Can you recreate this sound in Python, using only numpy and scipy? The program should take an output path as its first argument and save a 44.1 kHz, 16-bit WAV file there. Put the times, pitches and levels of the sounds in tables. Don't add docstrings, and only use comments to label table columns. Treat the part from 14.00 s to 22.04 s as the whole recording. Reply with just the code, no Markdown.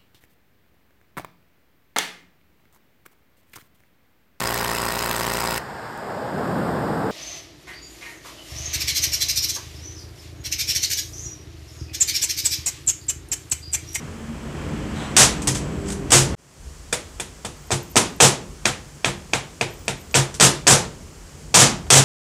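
import sys
import numpy as np
from scipy import signal
from scipy.fft import rfft, irfft, next_fast_len
from scipy.io import wavfile
from scipy.ndimage import uniform_filter1d, minimum_filter1d, map_coordinates

SR = 44100
rng = np.random.default_rng(int(sys.argv[2]) if len(sys.argv) > 2 else 0)


def how_loud(loudness_db):
    steps = np.asarray(loudness_db, float) / 20
    return 10 ** steps


def wrap_up_sound(samples):
    columns = np.atleast_2d(samples).T
    tamed = np.clip(columns, -1, 1)
    steps = np.round(tamed * 32767).astype(np.int16)
    wavfile.write(sys.argv[1], SR, steps)


N = 354563

# start in seconds, peak in dB, dull thump in dB, bright click in dB.
BLOWS = [(2.927, -20.5, -4, -3), (3.198, -28.5, 8.5, -16), (3.448, -40.5, 20.5, 9), (3.7057, -29, 16, 8),
         (3.9568, -25.5, 16, 17.5), (4.2027, -11.5, 7.5, -4), (4.6547, -12, -1.5, 7.5),
         (5.0453, -13.5, 2.5, 2), (5.334, -14.5, 5, 2.5), (5.6107, -15.5, 2.5, 4), (5.88, -17, 2, 6),
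         (6.142, -15, -4, 1), (6.3987, -19.5, 8, 16), (6.6678, -15, 4, 10.5), (7.5416, -16, 1, 12),
         (7.9034, -9, 2, 11.5)]
PAUSE_S = 2.352, 2.392


def at_hz(points, hz):
    point_hz, point_db = np.transpose(points)
    return np.interp(np.log(hz), np.log(point_hz), point_db)


def in_time(rows):
    s, db = np.transpose(rows)
    return np.interp(np.arange(N) / SR, s, db)


def swell(crest_s, crest_db, rise_db_per_s, fall_db_per_s):
    t = np.arange(N) / SR - crest_s
    return crest_db + np.where(t < 0, rise_db_per_s * t, -fall_db_per_s * t)


def coloured(x, spectrum):
    size = next_fast_len(len(x))
    hz = np.maximum(np.arange(size // 2 + 1) * SR / size, 1)
    y = irfft(rfft(x, size) * how_loud(at_hz(spectrum, hz)), size)[:len(x)]
    return y / np.std(y)


def band(x, low_hz, high_hz):
    return signal.sosfilt(signal.butter(2, [low_hz, high_hz], "band", fs=SR, output="sos"), x)


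def drift(rate_hz):
    knots = rng.standard_normal(1300)
    return map_coordinates(knots, [np.minimum(np.arange(N) / SR * rate_hz, 1290)], order=3)


def ring(force, hz, t60_s):
    r, w = how_loud(-60 / (t60_s * SR)), 2 * np.pi * hz / SR
    return signal.lfilter([0, np.sin(w)], [1, -2 * r * np.cos(w), r * r], force + 1e-18)


def struck(times_s, levels_db, modes, spread_db, soft=False):
    at, out = np.round(times_s * SR).astype(int), np.zeros(N)
    chance = rng.standard_normal((len(at), len(modes)))
    for k, (hz, mode_db, t60_s) in enumerate(modes):
        force = np.zeros(N)
        force[at] = how_loud(levels_db + mode_db + spread_db * chance[:, k])
        ringing = ring(force, hz, t60_s)
        if soft:
            ringing = ring(ringing, hz, t60_s) * 37 / (t60_s * SR)
        out += ringing
    return out


def pin():
    # Hz, level in dB, t60 in seconds.
    thump_modes = [(463.5, -2, 0.24), (680, 15.5, 0.017), (960, 6, 0.011), (1656, 1, 0.036)]
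    knock_modes = [(1850, -9, 0.0079), (2500, 0.5, 0.0055), (3270, -5, 0.0047)]
    loose_modes = [(1730, -1, 0.0073), (2400, -4.5, 0.013), (3600, -11, .01)]
    click_modes = [(4710, -2.5, 0.0055), (5670, -1, 0.0026), (6440, -6, 0.0094), (7950, -5.5, 0.0039),
                   (9060, -12.5, 0.009), (11140, -39.5, 0.0046)]
    loose_blows = 5
    s, db, thump_db, click_db = np.transpose(BLOWS)
    knock_s, knock_db = s + .0003, db + 5
    thump = struck(s, db + thump_db - 15.5, thump_modes, 2.4)
    loose = struck(knock_s[:loose_blows], knock_db[:loose_blows], loose_modes, 2, soft=True)
    knock = struck(knock_s[loose_blows:], knock_db[loose_blows:], knock_modes, 2, soft=True)
    click = struck(s + .001, db + click_db - 4, click_modes, 2, soft=True)
    return thump + loose + knock + click


def base():
    shoved_s = [.96, 1.1658, 1.419, 1.4725, 1.548, 1.86, 1.885, 1.9013, 1.921, 2.1045, 2.119, 2.29, 6.111,
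                6.341, 7.865]
    # hiss in dB, length in seconds, grind in dB, bench in dB.
    shoves = [(-41, 0.32, -25, -44), (0.5, .15, -4, -19.5), (-31, 0.053, -55, -34),
              (-15, 0.083, -32, -16.5), (-24.5, 0.087, -55, -24), (-37, 0.2, -40, -48),
              (-31, .015, -60, -60), (-29.5, 0.023, -60, -58), (-30, 0.033, -55, -60),
              (-17.5, 0.033, -50, -39), (-6.5, 0.18, -9.5, -13), (-40, 0.058, -45, -21),
              (-37, .011, -58, -50), (-29.5, 0.057, -57, -44), (-52, 0.038, -37, -55)]
    # start in seconds, hiss in dB, length in seconds,
    # grind above hiss in dB, bench in dB.
    drives = [(2.9254, -20.5, 0.064, 3, -36), (3.199, -27.5, 0.05, 3, -34), (3.449, -28.5, 0.054, 5, -29.5),
              (3.712, -18, 0.088, 3.5, -18), (3.965, -3.5, 0.04, 4, -22), (4.202, -2.5, 0.14, 1, -12.5),
              (4.653, -19.5, 0.1, 8.5, -25), (5.048, -22, .11, 8, -22.5), (5.332, -24.5, 0.097, 10, -24.5),
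              (5.613, -27, 0.064, 11, -22.5), (5.882, -27, 0.074, 9.5, -24), (6.144, -12, 0.13, 4.5, -12.5),
              (6.405, -2, 0.13, 0, -12.5), (6.673, 1, 0.12, -0.5, -9.5), (7.545, 8.5, 0.12, -2, -4.5),
              (7.903, 2.5, 0.16, -1.5, -5.5)]
    # Hz, level in dB per Hz.
    hiss_spectrum = [(2060, -10), (3500, -8.5), (4000, -12.5), (5310, -6), (6040, -4.5), (8160, -1.5),
                     (10100, -19.5), (15300, -34), (16200, -37)]
    grind_spectrum = [(120, 9), (200, 0), (241, -10), (736, -11), (1010, -10.5), (1230, -2.5), (2220, -14),
                      (4000, -11.5), (5200, -40), (8800, -120)]
    # Hz, level in dB, t60 in seconds.
    bench_modes = [(104.8, 6.5, 0.27), (133.9, 4, 0.16), (195.3, 3.5, 0.5), (282.5, 2.5, 0.28),
                   (350, 7.5, 0.46), (452, -8, 0.51)]
    casting_modes = [(497.4, -44, 0.16), (775, -38, 0.055), (979, -29, 0.015), (1690, -66, 0.068),
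                     (2530, -67, 0.049), (3600, -52, 0.04)]

    t, hiss, grind, drum = np.arange(N) / SR, np.zeros(N), np.zeros(N), np.zeros(N)
    skids = [(s, *row) for s, row in zip(shoved_s, shoves)]
    skids += [(s, db, length_s, db + more_db, drum_db) for s, db, length_s, more_db, drum_db in drives]
    for k, (s, hiss_db, length_s, grind_db, drum_db) in enumerate(skids):
        jolt = min(how_loud(0.17 * hiss_db), 1) if k < len(shoves) else 0.23
        i = slice(round(s * SR), round((s + length_s) * SR))
        since_s = t[i] - s
        rise_s = 0.0061 * (10 * length_s) ** 2
        speed_up = np.clip(since_s / max(rise_s, .001), jolt, 1)
        speed = speed_up * np.clip(1 - since_s / length_s, 0, 1) ** 2.64
        hiss[i] += how_loud(hiss_db) * speed
        grind[i] += how_loud(grind_db) * speed
        drum[i] += how_loud(drum_db) * speed

    grit = rng.standard_normal((3, N)) * how_loud(1.96 * rng.exponential(1, (3, N)))
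    bounce = np.sin(2 * np.pi * bench_modes[1][0] * t)
    push = drum * (grit[2] / np.std(grit[2]) + 0.5 * bounce)
    bench = sum(how_loud(db - 48.5) * ring(push, hz, t60_s) for hz, db, t60_s in bench_modes)
    hissing = (1 + 0.091 * bounce) * hiss * coloured(grit[0], hiss_spectrum)
    grinding = grind * coloured(grit[1], grind_spectrum)
    casting = sum(how_loud(db) * ring(grinding, hz, t60_s) for hz, db, t60_s in casting_modes)
    return hissing + grinding + casting, bench


def parts():
    # start in seconds, peak in dB.
    clinks = [
        (1.4192, -30),
        (1.4734, -8),
        (1.8851, -33),
        (1.9013, -28),
        (1.92, -27),
    ]
    # Hz, level in dB, t60 in seconds.
    part_modes = [(3360, -4, 0.022), (4130, -0.5, 0.09), (5340, -6, 0.02), (6460, -4, .02), (7900, 11, .04),
                  (8630, 17, 0.032), (9300, 4, .05), (11300, -15, .04)]
    pin_modes = [(730, -5, .09), (2440, -8, .06), (3490, 3.5, .05), (4230, -16, 0.072), (5030, -6, .06),
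                 (7550, -6, .05), (8170, 4, .06), (10400, -4, 0.06)]
    pin_ring_db = [-25, -29.5, -33.5]
    s, db = np.transpose(clinks)
    taps_s = np.array(BLOWS)[:len(pin_ring_db), 0] + .001
    return struck(s, db - 24, part_modes, 4) + struck(taps_s, np.array(pin_ring_db), pin_modes, 3)


def handle():
    # start in seconds, length in seconds, crest as share of length, crest in Hz, level in dB.
    squeaks = [
        (1.35, .036, .5, 12400, -54),
        (3.56, .14, .3, 15400, -60),
        (3.8, .15, .46, 14500, -55),
        (4.06, .122, .7, 14250, -60),
        (5.69, .185, 0.75, 15450, -54),
        (5.972, 0.18, .62, 15050, -54),
    ]
    from_hz, arc_power = 11500, 1.6
    grip_hz, grip_width_hz, grip_db = 13300, 500, 12
    out, waver = np.zeros(N), how_loud(5 * drift(150) - 3)
    for s, length_s, crest, crest_hz, db in squeaks:
        u = np.arange(round(length_s * SR)) / (length_s * SR)
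        away = np.where(u < crest, 1 - u / crest, (u - crest) / (1 - crest))
        hz = crest_hz - (crest_hz - from_hz) * away ** arc_power
        grip = np.exp(-((hz - grip_hz) / grip_width_hz) ** 2)
        fade = np.clip(np.minimum(u, 1 - u) * length_s / .01, 0, 1)
        gain = how_loud(db - grip_db * (0.5 - grip)) * fade
        start = round(s * SR)
        out[start:start + len(u)] += gain * np.sqrt(2) * np.sin(2 * np.pi * np.cumsum(hz) / SR)
    return out * waver


def workshop(x):
    # Hz, t60 in seconds.
    room_t60 = [(100, 1), (210, 0.58), (560, 0.41), (1470, 0.36), (3880, 0.33), (9000, 0.23),
                (14000, 0.053)]
    room_db, gap_s = -5.5, 0.001
    tail, white = 0, signal.lfilter(*signal.butter(2, 9000, fs=SR), rng.standard_normal((2, N)))
    edges_hz = 120 * 2 ** np.arange(0, 7.5, .5)
    build = np.exp(-1 / (gap_s * SR))
    for k, (low_hz, high_hz) in enumerate(zip(edges_hz, edges_hz[1:])):
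        keep = how_loud(-120 / (at_hz(room_t60, np.sqrt(low_hz * high_hz)) * SR))
        poles = np.polymul([1, -keep], [1, -build])
        power = signal.lfilter([(1 - keep) * (1 - build)], poles, band(x, low_hz, high_hz) ** 2 + 1e-18)
        noise = band(white[k % 2], low_hz, high_hz)
        tail = tail + np.sqrt(np.abs(power)) * noise / np.std(noise)
    return x + how_loud(room_db) * tail


def engine():
    drone_hz = 232 - 11 * np.arange(N) / SR
    drone_db = swell(0.79, -34.5, 8.5, 12)
    whine_hz = np.full(N, 7750)
    whine_db = swell(1.54, -44.5, 11, 24) - 4
    out = 0
    for hz, db, waver_hz in [(drone_hz, drone_db, 22.0), (whine_hz, whine_db, 350)]:
        waver = drift(waver_hz) + 1j * drift(waver_hz)
        out = out + how_loud(db) * np.real(waver * np.exp(2j * np.pi * np.cumsum(hz) / SR))
    return out * (np.arange(N) < PAUSE_S[0] * SR)


def hum():
    # crest in seconds, level in dB, rise in dB per second.
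    overtones = [
        (1.78, -37, 8.5),
        (1.62, -35.5, 11.5),
        (1.89, -33, 48),
    ]
    mains_hz, on_s, off_s, dies_db_per_s = 99, 0.66, 2.02, 146.5
    t, out = np.arange(N) / SR, 0
    running_db = -dies_db_per_s * (np.maximum(t - off_s, 0) + np.maximum(on_s - t, 0))
    for k, (crest_s, crest_db, rise_db_per_s) in enumerate(overtones):
        db = swell(crest_s, crest_db, rise_db_per_s, 14) + running_db + 4.3 * drift(7.29)
        out = out + np.sqrt(2) * how_loud(db) * np.sin(2 * np.pi * (k + 2) * mains_hz * t)
    return out


def background():
    # Hz, level in dB per Hz.
    spectrum = [(15, -34), (25, 1.5), (87, -3.5), (111, -18), (149, -8.5), (180, -18.5), (427, -22.5),
                (463, -24), (863, -28), (1040, -26.5), (2760, -33.5), (3160, -33.5), (3720, -40),
                (7310, -36.5), (16000, -54)]
    # time in seconds, level in dB.
    near = [(0, -6.5), (.4, -8), (.62, -2), (.85, -2.5), (1.2, 0.5), (1.45, -0.5), (1.75, -2), (2.0, -3.5),
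            (2.35, 3)]
    # time in seconds, level in dB.
    lull = [(2.9, -3), (3.4, -3.5), (4.5, 0.5), (5.0, -2.5), (5.8, -0.5), (6.9, 3), (7.2, -2), (8.04, 6.5)]
    # level with the lorry near in dB, share of its swing, level in the lull in dB.
    ranges = [
        (-37, 0.83, -43),
        (-28.5, 0.99, -44),
        (-37, 1.03, -52.5),
        (-50.5, 0.28, -51),
        (-60, .1, -60.5),
    ]
    patchy_db = [1.0, .8, .5, .3, .3]
    edges_hz = [25, 110, 600, 4000, 9500, 18000]
    bass_back_s, bass_held_db, bass_surge_db = 2.57, -13, 7.5

    out, t = 0, np.arange(N) / SR
    near_db, lull_db = in_time(near), in_time(lull)
    resume_db = np.minimum(-10.5 + 33 * (t - PAUSE_S[0]), 0)
    surge_db = bass_surge_db * np.exp(2 * (bass_back_s - t)) - resume_db
    bass_db = np.where(t < bass_back_s, bass_held_db, surge_db)
    for k, (low_hz, high_hz) in enumerate(zip(edges_hz, edges_hz[1:])):
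        loud_db, share, quiet_db = ranges[k]
        before_db = loud_db + share * near_db
        after_db = quiet_db + resume_db
        if k < 2:
            after_db = after_db + lull_db
        if k == 0:
            after_db = after_db + bass_db
        if k == 2:
            before_db = before_db - 3.5 * np.maximum(t - 0.89, 0)
        level_db = np.where(t < PAUSE_S[0], before_db, after_db) + patchy_db[k] * drift(5.3)
        part = band(coloured(rng.standard_normal(N), spectrum), low_hz, high_hz)
        out = out + how_loud(level_db) * part / np.std(part)
    return out


def scene():
    t, (pause_s, resume_s) = np.arange(N) / SR, PAUSE_S
    skid, bench = base()
    no_bass = signal.butter(3, 230.0, "high", fs=SR, output="sos")
    small = signal.sosfilt(no_bass, pin() + skid + parts())
    bench_lag = round(0.00818 * SR)
    work = workshop(small) + np.pad(bench, (bench_lag, 0))[:N]
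    work = work * ((t < pause_s) | (t > BLOWS[0][0] - .01))
    whole = work + handle() + engine() + background() + hum()
    mic = signal.butter(6, 40.0, "high", fs=SR, output="sos")
    change = round(pause_s * SR)
    whole = np.concatenate([signal.sosfilt(mic, whole[:change]), signal.sosfilt(mic, whole[change:])])
    fade_out = np.clip((pause_s - t) / .002, 0, 1)
    fade_in = np.clip((t - pause_s) / (resume_s - pause_s), 0, 1) ** 2
    return (whole * (fade_out + fade_in))[None]


def band_limit(x):
    return signal.sosfilt(signal.butter(12, 16470, fs=SR, output="sos"), x)


def record(dry):
    top_hz = 15800
    dry = signal.sosfilt(signal.cheby2(10, 30, top_hz * 1.01, fs=SR, output="sos"), dry)
    over_db = np.maximum(20 * np.log10(np.abs(dry[0]) + 1e-9) + .15, 0)
    fall_db = 900 * np.arange(N) / SR
    held_db = np.maximum.accumulate(over_db + fall_db) - fall_db
    ahead_db = -minimum_filter1d(-held_db, size=45)
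    limited = dry * how_loud(-uniform_filter1d(ahead_db, size=45))
    return band_limit(np.clip(limited, -1, 1))


dry = scene()
out = record(dry)
wrap_up_sound(out)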